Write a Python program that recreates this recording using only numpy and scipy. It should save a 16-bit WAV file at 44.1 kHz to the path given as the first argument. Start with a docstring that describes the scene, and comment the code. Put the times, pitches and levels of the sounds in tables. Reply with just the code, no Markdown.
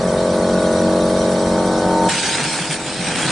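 """An engine-driven air compressor drones beside a brick wall: a sum of harmonics of its cycle, with clatter.
A hopper sprayer carried up to the wall leaks air, heard as a thin hiss of coloured noise.
Its trigger opens: an air jet and spluttering mortar (pulsed noise), gulps, bubbles (short sine bursts)
and grit on the bricks (random clicks of noise).
The recorder's gain control pushes the drone down under the blast and holds it there."""
import sys
import numpy as np
from scipy import signal
from scipy.fft import rfft, irfft, next_fast_len
from scipy.io import wavfile
from scipy.ndimage import uniform_filter1d

SR = 44100
rng = np.random.default_rng(int(sys.argv[2]) if len(sys.argv) > 2 else 0)


def wrap_up_sound(samples):
    """Save the sound to the file named by the first command line argument, as 16-bit audio."""
    columns = np.atleast_2d(samples).T
    # keep every value between -1 and 1, then stretch to whole-number steps
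    tamed = np.clip(columns, -1, 1)
    steps = np.round(tamed * 32767).astype(np.int16)
    wavfile.write(sys.argv[1], SR, steps)


N = 145971
TIME = np.arange(N) / SR

# Engine cycle rate: time_s, rate_hz
CYCLE_RATE = [(0, 46.1), (.06, 45.9), (.83, 45.7), (.94, 46), (1.37, 46), (1.42, 45.8), (2.02, 45.6),
              (3.3, 45.7)]
# Level of the summed harmonics at the microphone: time_s, level_db
ENGINE_LEVEL = [(0, -18.5), (.4, -16.5), (.9, -17), (1.35, -17), (1.75, -17), (2.07, -16.5), (2.6, -17.5),
                (3.3, -14.5)]
# Relative strength of the engine harmonics: multiple, path_db, wall_db
HARMONICS = [(2,-20,-16),(3,-15,-15),(4,-1,-3),(5,-1.5,-3.5),(6,-19,-14.5),(7,-3.5,0.5),(8,-8,-11.5),(9,-3.5,-4),(10,-25,-14),(11,0.5,-1),(12,-2,-5),(13,-0.5,-3.5),(14,0,-5),(15,-14.5,-16),(16,-22,-6),(17,-18.5,-8.5),(18,-10.5,-10.5),(19,-22,-11),(21,-16.5,-18.5),(22,-23.5,-17),(23,-19,-16),(24,-18.5,-25),(25,-12.5,-16),(26,-21.5,-17),(28,-20,-16),(32,-21.5,-19.5),(33,-17,-12)]
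# Harmonics that swell or sink on the way: multiple, centre_s, half_length_s, change_db
HARMONIC_SWELLS = [(32, 0.62, 0.31, 12), (7, 0.88, 0.2, 5.5), (7, 0.067, 0.2, -7), (18, .15, 0.36, -8)]
# The two ringing beats of each engine cycle: place_in_cycle (0-1), ring_hz, q
BEATS = [(.48, 205, 3.8), (.85, 330, 6)]
# One harmonic that sings out near the wall: time_s, level_db
WHINE_LEVEL = [(1.3, -36.5), (1.58, -26), (1.8, -29), (1.95, -17.5), (2.07, -15.5), (2.35, -16.5),
               (2.6, -23.5), (3.3, -40)]
# Tones beating against the harmonics: pitch_hz, level_db
HUM_TONES = [(210, -40), (856, -38)]
# Relative spectrum of the engine's rush and clatter: frequency_hz, density_db_per_hz
CLATTER_COLOUR = [(20, -23), (45, -6), (90, -3), (140, -7), (175, 5), (260, -4.5), (550, -4.5), (750, -8),
                  (1150, -12), (1350, -13.5), (1520, -14.5), (1800, -16.5), (2600, -29.5), (5000, -39)]
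# Relative spectrum of the air leaking at the gun: frequency_hz, density_db_per_hz
LEAK_COLOUR = [(1200, -22), (2200, -1.5), (2700, -7.5), (3050, -6.5), (3180, 2.5), (3320, -5.5), (3720, 2),
               (4120, -0.5), (4350, 3.5), (4520, -3), (4900, -2.5), (5400, -2), (5800, 1.5), (6450, -8),
               (7300, -3.5), (7800, -6), (8070, 3), (8300, -3.5), (8650, -11), (9100, 0), (9580, 4),
               (10000, 1), (12000, -15.5)]
# Course of the blast, before the gain of each layer: time_s, air_db, mortar_db
BLAST = [(2.12,-23,-23), (2.2,-23.5,-31), (2.25,-22.5,-23), (2.31,-24,-28.5), (2.44,-26.5,-23),
         (2.51,-25.5,-32), (2.59,-25.5,-26), (2.68,-32,-31), (2.73,-25,-30), (2.785,-34,-32),
         (2.87,-30.5,-30.5), (2.98,-31,-32.5), (3.08,-26,-24.5), (3.12,-29.5,-26.5), (3.18,-26.5,-24),
         (3.265,-25,-24.5), (3.31,-27,-20.5)]
# Relative spectrum of the air jet: frequency_hz, density_db_per_hz
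JET_COLOUR = [(300, -15), (1200, -8), (2400, 3), (2900, 0), (3300, 3.5), (4400, 2.5), (5500, 1.5),
              (6600, -1), (7600, 0), (8500, 2), (9500, 1), (11000, -15), (14000, -15)]
# Relative spectrum of the mortar in the nozzle: frequency_hz, density_db_per_hz
SPLUTTER_COLOUR = [(60, -17), (200, 4.5), (330, 4.5), (600, -4), (880, 6), (1120, -5), (1550, 5.5),
                   (2050, -3), (2450, 1.5), (3000, -7), (4500, -25), (9000, -24)]
# Low gulps of the hopper, before GULP_DB: time_s, level_db
GULP_LEVEL = [(2.12, -29), (2.22, -36), (2.34, -38), (2.39, -35), (2.6, -36.5), (2.79, -36), (2.9, -34),
              (3.0, -30), (3.3, -26)]
# Relative spectrum of the hopper: frequency_hz, density_db_per_hz
HOPPER_COLOUR = [(25, -33), (70, -20), (115, -10), (150, 1), (205, -8.5), (300, -7), (600, -40),
                 (1500, -53)]
# Relative spectrum of wet grit on the bricks: frequency_hz, density_db_per_hz
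GRIT_COLOUR = [(300, -7), (1500, -3), (3000, 2.5), (5000, -7), (9500, 3), (14000, -20)]
# Bubbles bursting in the hopper: mid_rise_s, peak_db
BUBBLES = [(2.118, -12), (2.424, -9), (2.466, -8), (2.605, -12), (2.697, -8), (2.995, -9), (3.082, -8.5),
           (3.256, -10.5)]
# Clots of mortar spat from the nozzle: start_s, level_db
SPITS = [(2.254, -9), (2.401, -8), (2.425, -14), (2.746, -21), (3.171, -8), (3.256, -8)]
# Left-right correlation of the engine clatter: frequency_hz, likeness (-1 to 1)
ENGINE_LIKENESS = [(40, 0.97), (200, 1), (900, 0.9), (1700, 0.86), (2600, 0.4)]
# Left-right correlation of the leak: frequency_hz, likeness (-1 to 1)
LEAK_LIKENESS = [(2600, 0.34), (4500, 0.65), (8700, 0.38), (9300, 0.056)]
# Left-right correlation of the blast: frequency_hz, likeness (-1 to 1)
BLAST_LIKENESS = [(150, 0.93), (1100, 0.87), (1700, 0.99), (2700, 0.87), (3800, 0.54), (6000, 0.35),
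                  (9500, 0.46)]

# Engine
WALK_MIDDLE_S, WALK_S = 1.51, .4
WHINE_MULTIPLE = 20
SPEED_JITTER = .0014  # rms fraction of the cycle rate
WAVER_DB, WEAK_WAVER_DB, UNEVEN_DB = .6, 1.2, .4  # rms; strong harmonics, weak ones, the whole drone
# rms phase spread, radians: strong harmonics, weak ones, and what the wall's reflection adds
SCATTER, WEAK_SCATTER, WALL_SCATTER = .1, 1.2, .45
CLATTER_DB, CLATTER_WAVER_DB, CLATTER_PATCHY_DB = -24.5, .36, .5
CLATTER_THROB = .27  # exponent of the pulsing, nepers
# Leak: its level starts LEAK_FAR_DB lower and settles exponentially
LEAK_DB, LEAK_FAR_DB, LEAK_APPROACH_S = -30.5, -2, .35
LEAK_WAVER_DB, LEAK_PATCHY_DB = .5, 3.5
# Blast
OPEN_S, OPEN_RISE_S, SURGE_DB, SURGE_DECAY_S = 2.086, .007, 1, .02
JET_DB, SPLUTTER_DB, GULP_DB, SPATTER_DB = 16, 14.5, 12.5, 7  # gains on top of the time tables
JET_ROUGH_DB, SPLUTTER_ROUGH_DB, GULP_ROUGH_DB = .7, 1.8, 2  # rms pulsing of the noise
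JET_PATCHY_DB, SPLUTTER_PATCHY_DB = 3.5, 1
SPATTER_PER_S, SPATTER_SPREAD_DB, SPATTER_DECAY_S = 150, 3.8, .0014
BUBBLE_HZ, BUBBLE_RISE_S, SPIT_RISE_S = 161.5, .01, .0018
# Left over right, dB
ENGINE_PAN_DB, LEAK_PAN_DB, JET_PAN_DB = .68, -1, -1
# Recorder
DUCK_ABOVE_DB, DETECT_HZ, EDGE_HZ = -19, 2600, 9680


def amp(db):
    """Logarithmic level: decibels to amplitude gain."""
    return 10 ** (np.asarray(db) / 20)


def unit(x):
    """Power normalisation: scales to rms 1."""
    return x / np.sqrt(np.mean(x ** 2) + 1e-20)


def curve(rows, column=1):
    """Linear interpolation: one column of a time table, sample by sample."""
    rows = np.asarray(rows)
    return np.interp(TIME, rows[:, 0], rows[:, column])


def spectrum(rows, hz):
    """Logarithmic frequency scale: interpolates a spectral table along it."""
    f, value = np.transpose(rows)
    return np.interp(np.log(hz + 1), np.log(f + 1), value)


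def wander(hz):
    """Band-limited random fluctuation: low-passed noise of rms 1, up to about the given rate."""
    size, rate = 2048, 500
    f = np.fft.rfftfreq(size, 1 / rate)
    lowpass = 1 / np.sqrt(1 + (f / hz) ** 6)
    slow = unit(irfft(rfft(rng.standard_normal(size)) * lowpass))
    return np.interp(TIME, np.arange(size) / rate, slow)


def pan(db):
    """Interchannel level difference: left and right gains."""
    return amp(np.array([[db], [-db]]) / 2)


def rush(colour, likeness, drive=1):
    """Turbulence noise: partly correlated stereo, pulsed by drive and then coloured; rms 1."""
    size = next_fast_len(N + 4096)
    hz = np.fft.rfftfreq(size, 1 / SR)
    mid, side = rfft(rng.standard_normal((2, N)) * drive, size)
    c = np.clip(spectrum(likeness, hz), -1, 1)
    mid = mid * np.sqrt(1 + c)
    side = side * np.sqrt(1 - c)
    stereo = np.array([mid + side, mid - side])
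    return unit(irfft(stereo * amp(spectrum(colour, hz)), size)[:, :N])


def patchy(x, depth_db, frames, bins):
    """Time-frequency modulation: the colour flutters in random patches; rms 1."""
    z = signal.stft(x, nperseg=512, noverlap=384)[2]
    field = rng.standard_normal(z.shape[1:])  # the same for both channels
    field = uniform_filter1d(field, frames, axis=1)
    field = unit(uniform_filter1d(field, bins, axis=0))
    fluttering = signal.istft(z * amp(depth_db * field), nperseg=512, noverlap=384)[1]
    return unit(fluttering[:, :N])


def swell(start, rise):
    """Transient envelope: peaks at 1 after rise seconds and dies away."""
    u = np.maximum(TIME - start, 0) / rise
    return u * np.exp(1 - u)


def beat_phase(multiple):
    """Resonance phase: what two ringing beats in each cycle give a harmonic."""
    hz = multiple * CYCLE_RATE[0][1]
    response = 0
    for place, ring, q in BEATS:
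        delay = np.exp(-2j * np.pi * multiple * place)
        response += delay / (1 + 1j * q * (hz / ring - ring / hz))
    return np.angle(response)


def engine_harmonics(angle):
    """Fourier synthesis: harmonics of the engine cycle, rebalanced as the microphone nears the wall."""
    near = np.clip((TIME - WALK_MIDDLE_S) / WALK_S + .5, 0, 1)
    drone = np.zeros(N)
    for multiple, path_db, wall_db in HARMONICS:
        level = path_db + near * (wall_db - path_db)
        for swelling, centre, half, db in HARMONIC_SWELLS:
            if swelling == multiple:
                level = level + db * np.exp(-((TIME - centre) / half) ** 2)
        strong = path_db > -8
        waver = WAVER_DB if strong else WEAK_WAVER_DB
        scatter = SCATTER if strong else WEAK_SCATTER
        lag = scatter * rng.standard_normal() - beat_phase(multiple)
        lag = lag + near * WALL_SCATTER * rng.standard_normal()
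        drone += amp(level + waver * wander(hz=5.2)) * np.cos(multiple * angle - lag)
    level = curve(ENGINE_LEVEL) + UNEVEN_DB * wander(hz=30)
    return amp(level) * unit(drone)


def engine_whine(angle):
    """Single harmonic: one multiple of the engine cycle swells and sinks by itself."""
    return amp(curve(WHINE_LEVEL) + WAVER_DB * wander(hz=21)) * np.cos(WHINE_MULTIPLE * angle)


def engine_clatter(angle):
    """Amplitude-modulated noise: two unequal pulses of clatter in each engine cycle."""
    strokes = np.exp(CLATTER_THROB * (np.cos(2 * angle) - .41 * np.cos(angle)))
    noise = patchy(rush(CLATTER_COLOUR, ENGINE_LIKENESS, strokes), CLATTER_PATCHY_DB, frames=14, bins=4)
    return amp(CLATTER_DB + CLATTER_WAVER_DB * wander(hz=5.2)) * noise


def hum():
    """Beating: tones of fixed level and drifting phase interfere with the harmonics."""
    return sum(amp(db) * np.cos(2 * np.pi * hz * TIME + wander(hz=2)) for hz, db in HUM_TONES)


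def engine():
    """Periodic excitation: one jittered cycle angle drives harmonics, whine and clatter; hum is free."""
    rate = curve(CYCLE_RATE) * (1 + SPEED_JITTER * wander(hz=18.5))
    angle = 2 * np.pi * np.cumsum(rate) / SR
    sound = engine_harmonics(angle) + engine_whine(angle) + hum() + engine_clatter(angle)
    return pan(ENGINE_PAN_DB) * sound


def leak():
    """Turbulent outflow: a thin, fluttering hiss from the gun, growing as it comes closer."""
    level = LEAK_DB + LEAK_FAR_DB * np.exp(-TIME / LEAK_APPROACH_S) + LEAK_WAVER_DB * wander(hz=13)
    hiss = patchy(rush(LEAK_COLOUR, LEAK_LIKENESS), LEAK_PATCHY_DB, frames=8, bins=2)
    return pan(LEAK_PAN_DB) * amp(level) * hiss


def air_jet(lumps):
    """Jet noise: a broadband hiss, roughened by the passing lumps."""
    noise = rush(JET_COLOUR, BLAST_LIKENESS, amp(JET_ROUGH_DB * lumps))
    return pan(JET_PAN_DB) * amp(JET_DB) * patchy(noise, JET_PATCHY_DB, frames=18, bins=3)


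def mortar_splutter(lumps):
    """Two-phase flow: low noise pulsed by the lumps and a faster fluctuation."""
    pulses = amp(SPLUTTER_ROUGH_DB * unit(lumps + wander(hz=120)))
    noise = rush(SPLUTTER_COLOUR, BLAST_LIKENESS, pulses)
    return amp(SPLUTTER_DB) * patchy(noise, SPLUTTER_PATCHY_DB, frames=4, bins=5)


def hopper_gulp(lumps):
    """Cavity colouring: low noise from the hopper, roughened by the lumps."""
    noise = rush(HOPPER_COLOUR, BLAST_LIKENESS, amp(GULP_ROUGH_DB * lumps))
    return amp(curve(GULP_LEVEL) + GULP_DB) * noise


def grit_spatter():
    """Random impacts: grit strikes the wall in decaying clicks of noise of unequal strength."""
    strength = amp(SPATTER_SPREAD_DB * np.minimum(rng.exponential(1, N), 3))
    hits = (rng.random(N) < SPATTER_PER_S / SR) * strength
    bursts = signal.lfilter([1], [1, -np.exp(-1 / (SPATTER_DECAY_S * SR))], hits)
    return amp(SPATTER_DB) * rush(GRIT_COLOUR, BLAST_LIKENESS, bursts)


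def bubbles():
    """Bubble oscillation: air breaks back through the mortar in short, low bloops."""
    sound = np.zeros(N)
    for middle, db in BUBBLES:
        tone = np.sin(2 * np.pi * BUBBLE_HZ * TIME + wander(hz=12.3))
        sound += amp(db) * swell(middle - BUBBLE_RISE_S / 2, BUBBLE_RISE_S) * tone
    return sound


def mortar_spits():
    """Impulsive release: clots leave the nozzle as brief bursts of splutter noise."""
    envelope = sum(amp(db) * swell(start, SPIT_RISE_S) for start, db in SPITS)
    return envelope * rush(SPLUTTER_COLOUR, BLAST_LIKENESS)


def sprayer():
    """Valve-gated flow: the opening, with a brief surge, releases every sound of the blast."""
    since = np.maximum(TIME - OPEN_S, 0)
    valve = np.minimum(since / OPEN_RISE_S, 1) * amp(SURGE_DB * np.exp(-since / SURGE_DECAY_S))
    lumps = wander(hz=59.4)  # shared by jet, splutter and gulp
    air = amp(curve(BLAST, column=1)) * air_jet(lumps)
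    mortar = amp(curve(BLAST, column=2)) * (mortar_splutter(lumps) + grit_spatter())
    return valve * (air + mortar + hopper_gulp(lumps) + bubbles() + mortar_spits())


def scene():
    """Superposition: compressor, leak and blast together."""
    return engine() + leak() + sprayer()


def record(dry):
    """Gain reduction: treble peaks push the level down, where it stays; then a low-pass band limit."""
    highpass = signal.butter(2, DETECT_HZ, "high", fs=SR, output="sos")
    treble = signal.sosfilt(highpass, dry)
    power = abs(uniform_filter1d((treble ** 2).mean(0), size=500))
    power_db = 10 * np.log10(power + 1e-12)
    held_db = np.maximum.accumulate(power_db)  # highest treble level so far
    over_db = np.maximum(held_db - DUCK_ABOVE_DB, 0)
    ducked = dry / amp(uniform_filter1d(over_db, size=100))
    lowpass = signal.firwin(1023, EDGE_HZ, window=("kaiser", 9), fs=SR)
    return signal.oaconvolve(ducked, lowpass[None], "same")


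dry = scene()
out = record(dry)
wrap_up_sound(out)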